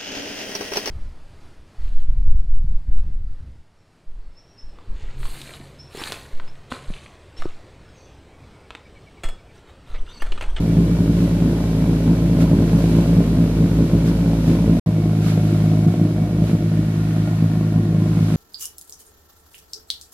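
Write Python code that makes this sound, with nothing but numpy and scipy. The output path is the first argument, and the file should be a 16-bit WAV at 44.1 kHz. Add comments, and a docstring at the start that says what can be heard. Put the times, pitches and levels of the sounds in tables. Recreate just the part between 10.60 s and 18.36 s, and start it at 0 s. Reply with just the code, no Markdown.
"""A six-cylinder car idles through an open exhaust in a garage, heard from just behind the tailpipe.
Even firings sum to a harmonic drone; uneven burns, and surges of hard ones, make pipe and garage boom.
Turbulent gas rasps and hisses, and the belt drive whines in proportion to engine speed.
The idle is lumpy at first; after a short silence it resumes a little slower and rounder, with a few hard
burbles, and the microphone is lifted off the floor, so that a floor reflection hollows the sound."""
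import sys
import numpy as np
from scipy import signal
from scipy.fft import rfft, irfft
from scipy.io import wavfile
from scipy.ndimage import uniform_filter1d, minimum_filter1d

SR = 44100
rng = np.random.default_rng(int(sys.argv[2]) if len(sys.argv) > 2 else 0)


def store_pcm(level_fs):
    """Save levels as 16-bit WAV."""
    pcm = np.round(np.clip(level_fs, -1, 1) * 32767).astype(np.int16)
    wavfile.write(sys.argv[1], SR, np.atleast_2d(pcm).T)


N = 342216
TIME = np.arange(N) / SR  # s
FILTER_HZ = np.fft.rfftfreq(32768, 1 / SR)  # frequency grid of the resonant bodies


def gain_of(db):
    """Level law: decibels to amplitude."""
    return 10 ** (np.asarray(db) / 20)


def evened(x):
    """Power normalisation: scales to rms 1."""
    return x / np.sqrt(np.mean(x ** 2) + 1e-20)


def curve(rows, axis=1):
    """Linear interpolation: one column of a table of times, at every sample."""
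    rows = np.array(rows)
    return np.interp(TIME, rows[:, 0], rows[:, axis])


def hump(peak_s, half_s):
    """Gaussian envelope: a bell of height 1 around its peak."""
    return np.exp(-np.minimum(((TIME - peak_s) / half_s) ** 2, 20))


def coloured_noise(points):
    """Spectral shaping: white noise given a spectrum, at rms 1."""
    hz, db = np.transpose(points)
    noise_hz = np.fft.rfftfreq(N, 1 / SR)
    colour_db = np.interp(np.log(noise_hz + 1), np.log(hz), db, left=-100, right=-100)
    spectrum = rfft(rng.standard_normal(N)) * gain_of(colour_db)
    return evened(irfft(spectrum, N))


def causal(magnitude):
    """Minimum phase: the complex response of a body that rings only after it is struck."""
    log_gain = np.log(np.maximum(magnitude / magnitude.max(), 1e-5))
    circle = np.concatenate([log_gain, log_gain[-2:0:-1]])
    # the Hilbert transform of the log magnitude gives the phase
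    return np.exp(np.conj(signal.hilbert(circle)))[:len(magnitude)]


def ring(x, magnitude):
    """Convolution: a causal body answers the excitation x; rms 1."""
    impulse_response = irfft(causal(magnitude))
    return evened(signal.fftconvolve(x, impulse_response)[:N])


# resonances of pipe and garage: pitch_hz, width_hz, level_db (relative)
LUMPY_MODES = [(60.2, 1.53, -4.5), (97, 7.7, -3), (143.5, 8.6, 0), (177.5, 8.1, 2.5), (210.9, 12.1, -4),
               (246.2, 5.3, -1.5), (289.6, 13, -5.5), (337.4, 6.9, -7), (396.3, 5.5, -12), (443.6, 28, -21),
               (476, 21, -25), (549, 42, -22), (614.3, 13, -22.5), (672, 53, -29), (757, 45, -36),
               (830, 27, -33), (902, 22, -34), (963, 18, -33.5), (1050, 27, -34.5)]
ROUND_MODES = [(58.2, 1.2, 3), (102.1, 5.3, -0.5), (155.6, 21.7, -4.5), (183, 14.3, 1), (207, 24, -16.5),
               (251, 70, -9), (300, 9, -3.5), (341.8, 7.4, -6), (380, 13, -19), (439, 13, -20.5),
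               (485.4, 17, -19), (595, 45, -21.5), (628.3, 10.7, -18.5), (712.5, 26.6, -21),
               (802, 100, -34.5), (930, 24, -35.5), (1023, 13, -32), (1093, 21, -35)]


def pipe_gain(modes):
    """Modal summation: the powers of steep-sided resonances add up to one magnitude."""
    power = np.zeros(len(FILTER_HZ))
    for pitch_hz, width_hz, level_db in modes:
        detuning = (FILTER_HZ - pitch_hz) / width_hz
        power += gain_of(level_db) ** 2 / (1 + detuning ** 2) ** 2
    return np.sqrt(power)


# each cylinder's habit, in firing order: surplus (share of a firing), jet (relative strength)
LUMPY_CYLINDERS = [(-0.11, 0.93), (0.024, 1.28), (-0.22, 0.96), (0.19, 1.27), (0.089, 0.66), (0.14, 0.89)]
ROUND_CYLINDERS = [(0.014, 1.57), (0.16, 0.85), (-0.23, 0.95), (0.0, 1.76), (-0.088, 1.44), (0.16, 1.1)]


def firings(cycles, cylinders, scatter):
    """Cyclic excitation: sample, surplus and jet of every firing, from the cylinder's habit and chance."""
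    at = np.flatnonzero(np.diff(np.floor(cycles)) > 0)
    cylinder = np.round(cycles[at]).astype(int) % len(cylinders)
    habit, jet = np.array(cylinders)[cylinder].T
    chance = rng.uniform(-1, 1, len(at))
    return at, habit + scatter * chance, jet


# surges, short runs of hard burns: start_s, length_s, surplus (share of a firing)
SURGES = [(0.177, 0.034, 0.61), (0.39, 0.014, 0.69), (0.484, 0.018, 0.71), (0.605, 0.016, 0.26),
          (0.808, 0.073, 0.2), (1.155, 0.074, 0.12), (1.296, 0.042, 0.22), (1.47, 0.039, 0.66),
          (1.811, 0.03, .8), (1.919, 0.012, 1.4), (2, 0.025, 0.38), (2.135, 0.056, 0.58),
          (2.243, 0.026, 0.52), (2.319, .07, 0.73), (2.552, 0.054, 0.61), (2.76, 0.085, 0.39),
          (3.002, 0.039, 0.91), (3.194, 0.022, 0.83), (3.333, 0.057, .55), (3.446, 0.046, .45),
          (3.633, 0.092, 0.41), (3.883, 0.03, 0.97), (4.078, 0.0464, 0.57), (5.266, 0.015, 1.66),
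          (5.398, 0.057, 0.81), (5.606, 0.019, 1.33), (5.813, 0.023, 0.81), (5.938, 0.0084, 1.75),
          (6.189, 0.016, 0.51), (6.814, .04, 0.62), (7.155, .025, 0.4), (7.616, 0.012, 0.61)]
# stumbles, a few weak burns in a row: peak_s, lack (share of a firing)
STUMBLES = [(0.54, 0.2), (1.02, 0.25), (1.41, 0.31), (2.73, 0.35), (2.94, 0.33), (3.28, 0.3), (3.598, 0.23),
            (5.339, 1), (5.7, 0.68), (6.0, 0.17)]
# a surge sags to a share of its first burn, then a few weak firings pay it back
SURGE_RISE_S, SURGE_SAG = 0.0088, 0.58
REBOUND, REBOUND_S = 0.68, 0.05


def burn_effort():
    """Slow modulation of the source: surges start hard, sag and rebound; stumbles are short hollows."""
    effort = np.zeros(N)
    for peak_s, lack in STUMBLES:
        effort -= lack * hump(peak_s, half_s=0.024)
    for start_s, length_s, surplus in SURGES:
        moments = start_s + np.array([-SURGE_RISE_S, 0, length_s,
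                                      length_s + REBOUND_S / 2, length_s + REBOUND_S])
        effort += surplus * np.interp(TIME, moments, [0, 1, SURGE_SAG, -REBOUND, 0])
    return effort


def built_up(effort, build_s):
    """First-order lag: pressure in the pipe follows the burns with a time constant."""
    keep = np.exp(-1 / (build_s * SR))
    return signal.lfilter([1 - keep], [1, -keep], effort)


# slow drift in the strength of the exhaust: time_s, drone_db, rasp_db (both relative)
LOAD = [(0, -22.5, -37.5), (0.9, -24.5, -36), (2.2, -22.5, -34), (3.3, -24, -36.5), (4.3, -23.5, -34.5),
        (5, -21, -34), (5.7, -25, -34), (6.5, -24, -34.5), (7.75, -22, -31.5)]
# lines of the drone: multiple (of the firing rate), level_db (relative)
LUMPY_ORDERS = [(1, 3), (2, 2.5), (3, 7), (4, -36), (5, -1), (6, -19.5), (7, -16), (8, -12.5)]
ROUND_ORDERS = [(1, -16), (2, -1), (3, 1), (4, -8.5), (5, -15.5), (6, -19), (7, -47), (8, -26)]


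def drone(cycles, orders, pipe, pressure, swell_db=4.5):
    """Harmonic series: even firings make clean lines, with the pipe's phase; upper ones swell with pressure."""
    pipe_phase = np.angle(causal(pipe))
    mean_rate_hz = (cycles[-1] - cycles[0]) / TIME[-1]
    swell = gain_of(swell_db * pressure)
    lines = np.zeros(N)
    for multiple, level_db in orders:
        lag = pipe_phase[np.searchsorted(FILTER_HZ, multiple * mean_rate_hz)]
        line = gain_of(level_db) * np.cos(2 * np.pi * multiple * cycles + lag)
        lines += line * swell if multiple > 2 else line
    return gain_of(curve(LOAD)) * lines


def burble(at, surplus, pipe, dull_hz=420):
    """Impulsive excitation: a firing's surplus or lack is a blunt push that leaves low resonances booming."""
    pushes = np.zeros(N)
    pushes[at] = surplus
    bluntness = 1 / np.sqrt(1 + (FILTER_HZ / dull_hz) ** 4)
    return ring(pushes, pipe * bluntness)


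def gas_flow(at, surplus, jet, decay_s=0.0051, between=0.39, kick=0.093):
    """Pulsating flow: exhaust valves let out decaying jets, stronger after uneven burns, over a steady flow."""
    jets = np.zeros(N)
    jets[at] = jet * (1 + kick * abs(surplus))
    decaying = signal.lfilter([1], [1, -np.exp(-1 / (decay_s * SR))], jets)
    return evened(between + decaying)


def rasp(flow, pipe, thin_hz=480):
    """Flow-modulated turbulence: noise in the jets excites the higher resonances."""
    puffs = flow * rng.standard_normal(N)
    thinness = FILTER_HZ / np.hypot(FILTER_HZ, thin_hz)
    return gain_of(curve(LOAD, axis=2)) * ring(puffs, pipe * thinness)


# colour of the hiss, common to both sides and opposed between them: pitch_hz, level_db (relative, per Hz)
HISS_MID = [(590, -20), (1000, -6.5), (1200, -3), (1420, -4), (2010, -9), (2240, -8), (3590, -11.5),
            (3910, -11), (6130, -18), (9220, -21), (11900, -18.5), (13000, -19.5)]
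HISS_SIDE = [(350, 0), (600, 1), (766, -6.5), (1140, -3.5), (1440, -6), (2040, -3), (2230, -7.5),
             (2410, -4), (4580, -7.5), (5930, -9.5), (9070, -13), (11900, -9), (13000, -11)]
# rushing air in each stretch: time_s, level_db (before swells, colour and throb)
LUMPY_HISS = [(0, -43), (0.9, -42), (4.2, -42)]
ROUND_HISS = [(4.259, -46), (4.9, -41.5), (5.65, -46), (6.65, -44), (7.3, -47), (7.75, -40.5)]
# brief swells of the hiss: peak_s, half_length_s, rise_db
HISS_SWELLS = [(0.612, 0.055, 2), (1.82, 0.024, 6), (2.306, 0.25, 3.0), (3.481, 0.024, 4.5),
               (3.903, .05, 3.5), (4.683, 0.057, 6), (5.888, 0.051, 5)]
# the microphone is picked up from the floor: time_s, height (share of full height)
LIFT = [(0, 0), (5.4, 0.041), (6.0, 0.28), (6.55, 0.89), (7.2, 0.56), (7.75, 0.63)]
LIFT_HISS_DB = 1.5  # rise of the lower hiss at full height


def hiss(flow, level, throb=0.61, throb_below_hz=2600, mid_db=-0.44, side_db=0.5):
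    """Broadband jet noise: a wide rush whose lower part throbs with the flow."""
    mid = gain_of(mid_db) * coloured_noise(HISS_MID)
    side = gain_of(side_db) * coloured_noise(HISS_SIDE)
    air = np.array([mid + side, mid - side])
    low_pass = signal.butter(2, throb_below_hz, fs=SR, output="sos")
    low = signal.sosfiltfilt(low_pass, air)
    # the lower part comes more from the right
    lean = gain_of(np.array([[-2.2], [0.5]]) + LIFT_HISS_DB * curve(LIFT))
    throbbing = lean * low * (1 + throb * (flow - 1))
    level_db = curve(level)
    for peak_s, half_s, rise_db in HISS_SWELLS:
        level_db = level_db + rise_db * hump(peak_s, half_s)
    return gain_of(level_db) * (air - low + throbbing)


# belt-driven parts: multiple (of the firing rate), blur_hz (each way), floor_db, full_height_db
WHINES = [(26.5, 23, -55, -50.5), (34.2, 84, -60, -49.5), (41.7, 6.4, -55.5, -60), (80, 69, -86, -76)]


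def whine(cycles):
    """Narrow-band noise on engine orders: thin tones, blurred by the room differently on each side."""
    out, lift = np.zeros((2, N)), curve(LIFT)
    for multiple, blur_hz, floor_db, full_height_db in WHINES:
        noise = rng.standard_normal((2, N)) + 1j * rng.standard_normal((2, N))
        blur = signal.sosfilt(signal.butter(2, blur_hz, fs=SR, output="sos"), noise)
        tone = (blur * np.exp(2j * np.pi * multiple * cycles)).real
        level_db = floor_db + (full_height_db - floor_db) * lift
        out += gain_of(level_db) * evened(tone)
    return out


def garage(x, echo_s=0.0085, direct=0.957, bounce_s=0.0013, bounce=0.31):
    """All-pass echoes and comb filtering: walls smear firings; a rising microphone hollows the low middle."""
    echo = np.exp(-2j * np.pi * np.fft.rfftfreq(N, 1 / SR) * echo_s)
    smeared = irfft(rfft(x) * (direct + echo) / (1 + direct * echo), N)
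    # bounce_s is the lag of the floor reflection at full height
    reflection = np.interp(TIME - bounce_s * curve(LIFT), TIME, smeared)
    return (smeared + bounce * reflection) / (1 + bounce)


def from_the_right(x, lag_s=8.5e-5, mono_below_hz=150):
    """Interaural delay: the exhaust reaches the left side slightly later; the bass is alike on both."""
    apart = np.interp(TIME - lag_s, TIME, x) - x
    high_pass = signal.butter(1, mono_below_hz, "high", fs=SR, output="sos")
    left = x + signal.sosfiltfilt(high_pass, apart)
    return np.array([left, x])


BURBLE_SWELL_DB = 11  # rise of the burble under a full surplus


def idle(span, first_firing_s, speed, orders, modes, cylinders, air, scatter,
         drone_db, burble_db, boom_db, rasp_db, rasp_swell_db):
    """Common excitation: every layer of a stretch of idling follows the same firing cycle and burns."""
    cycles = np.cumsum(curve(speed)) / SR  # one per firing
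    cycles -= np.interp(first_firing_s, TIME, cycles)
    at, surplus, jet = firings(cycles, cylinders, scatter)
    effort, pipe = burn_effort(), pipe_gain(modes)
    flow = gas_flow(at, surplus + effort[at], jet)
    pressure = built_up(effort, build_s=0.0059)
    rasp_pressure = built_up(effort, build_s=0.013)

    exhaust = gain_of(drone_db) * drone(cycles, orders, pipe, pressure)
    exhaust += gain_of(burble_db + BURBLE_SWELL_DB * pressure) * burble(at, surplus, pipe)
    exhaust += gain_of(boom_db) * burble(at, effort[at], pipe, dull_hz=344)
    exhaust += gain_of(rasp_db + rasp_swell_db * rasp_pressure) * rasp(flow, pipe)

    start_s, end_s = span
    heard = np.clip(np.minimum(TIME - start_s, end_s - TIME) / 0.001, 0, 1)  # 1 ms fades
    return heard * (from_the_right(garage(exhaust)) + hiss(flow, air) + whine(cycles))


# engine speed in each stretch: time_s, rate_hz (firings per second)
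LUMPY_SPEED = [(0.0, 55.13), (0.6, 55.28), (1.2, 54.84), (1.8, 54.94), (2.39, 55.16), (2.99, 54.77),
               (3.59, 55.02), (4.19, 55.11)]
ROUND_SPEED = [(4.26, 53.98), (4.76, 52.93), (5.26, 53.41), (5.76, 54.41), (6.26, 53.67), (6.75, 53.83),
               (7.25, 53.48), (7.75, 53.19)]
# start and end of each stretch of idling (s)
LUMPY_SPAN, ROUND_SPAN = (0, 4.197), (4.261, 7.76)
# moment at which the first cylinder fires in each stretch (s)
LUMPY_START_S, ROUND_START_S = 0.0055, 4.2705


def scene():
    """Superposition: the lumpy idle, a short silence, the rounder idle."""
    lumpy = idle(LUMPY_SPAN, LUMPY_START_S, LUMPY_SPEED, LUMPY_ORDERS, LUMPY_MODES, LUMPY_CYLINDERS,
                 LUMPY_HISS, scatter=0.4, drone_db=-1.2, burble_db=-26.5, boom_db=-24.0,
                 rasp_db=13.5, rasp_swell_db=3.5)
    rounder = idle(ROUND_SPAN, ROUND_START_S, ROUND_SPEED, ROUND_ORDERS, ROUND_MODES, ROUND_CYLINDERS,
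                   ROUND_HISS, scatter=0.21, drone_db=5.5, burble_db=-30, boom_db=-31,
                   rasp_db=9.5, rasp_swell_db=0.5)
    return lumpy + rounder


def record(dry, ceiling=0.72, edge_hz=13300):
    """Peak limiting and band limiting: a quick limiter holds down the loudest peaks before a low-pass."""
    allowed = np.minimum(1, ceiling / (abs(dry).max(axis=0) + 1e-9))
    gain = uniform_filter1d(minimum_filter1d(allowed, size=301), size=301)
    low_pass = signal.firwin(401, edge_hz, window=("kaiser", 9), fs=SR)
    return signal.oaconvolve(dry * gain, low_pass[None], "same")


dry = scene()
out = record(dry)
store_pcm(out)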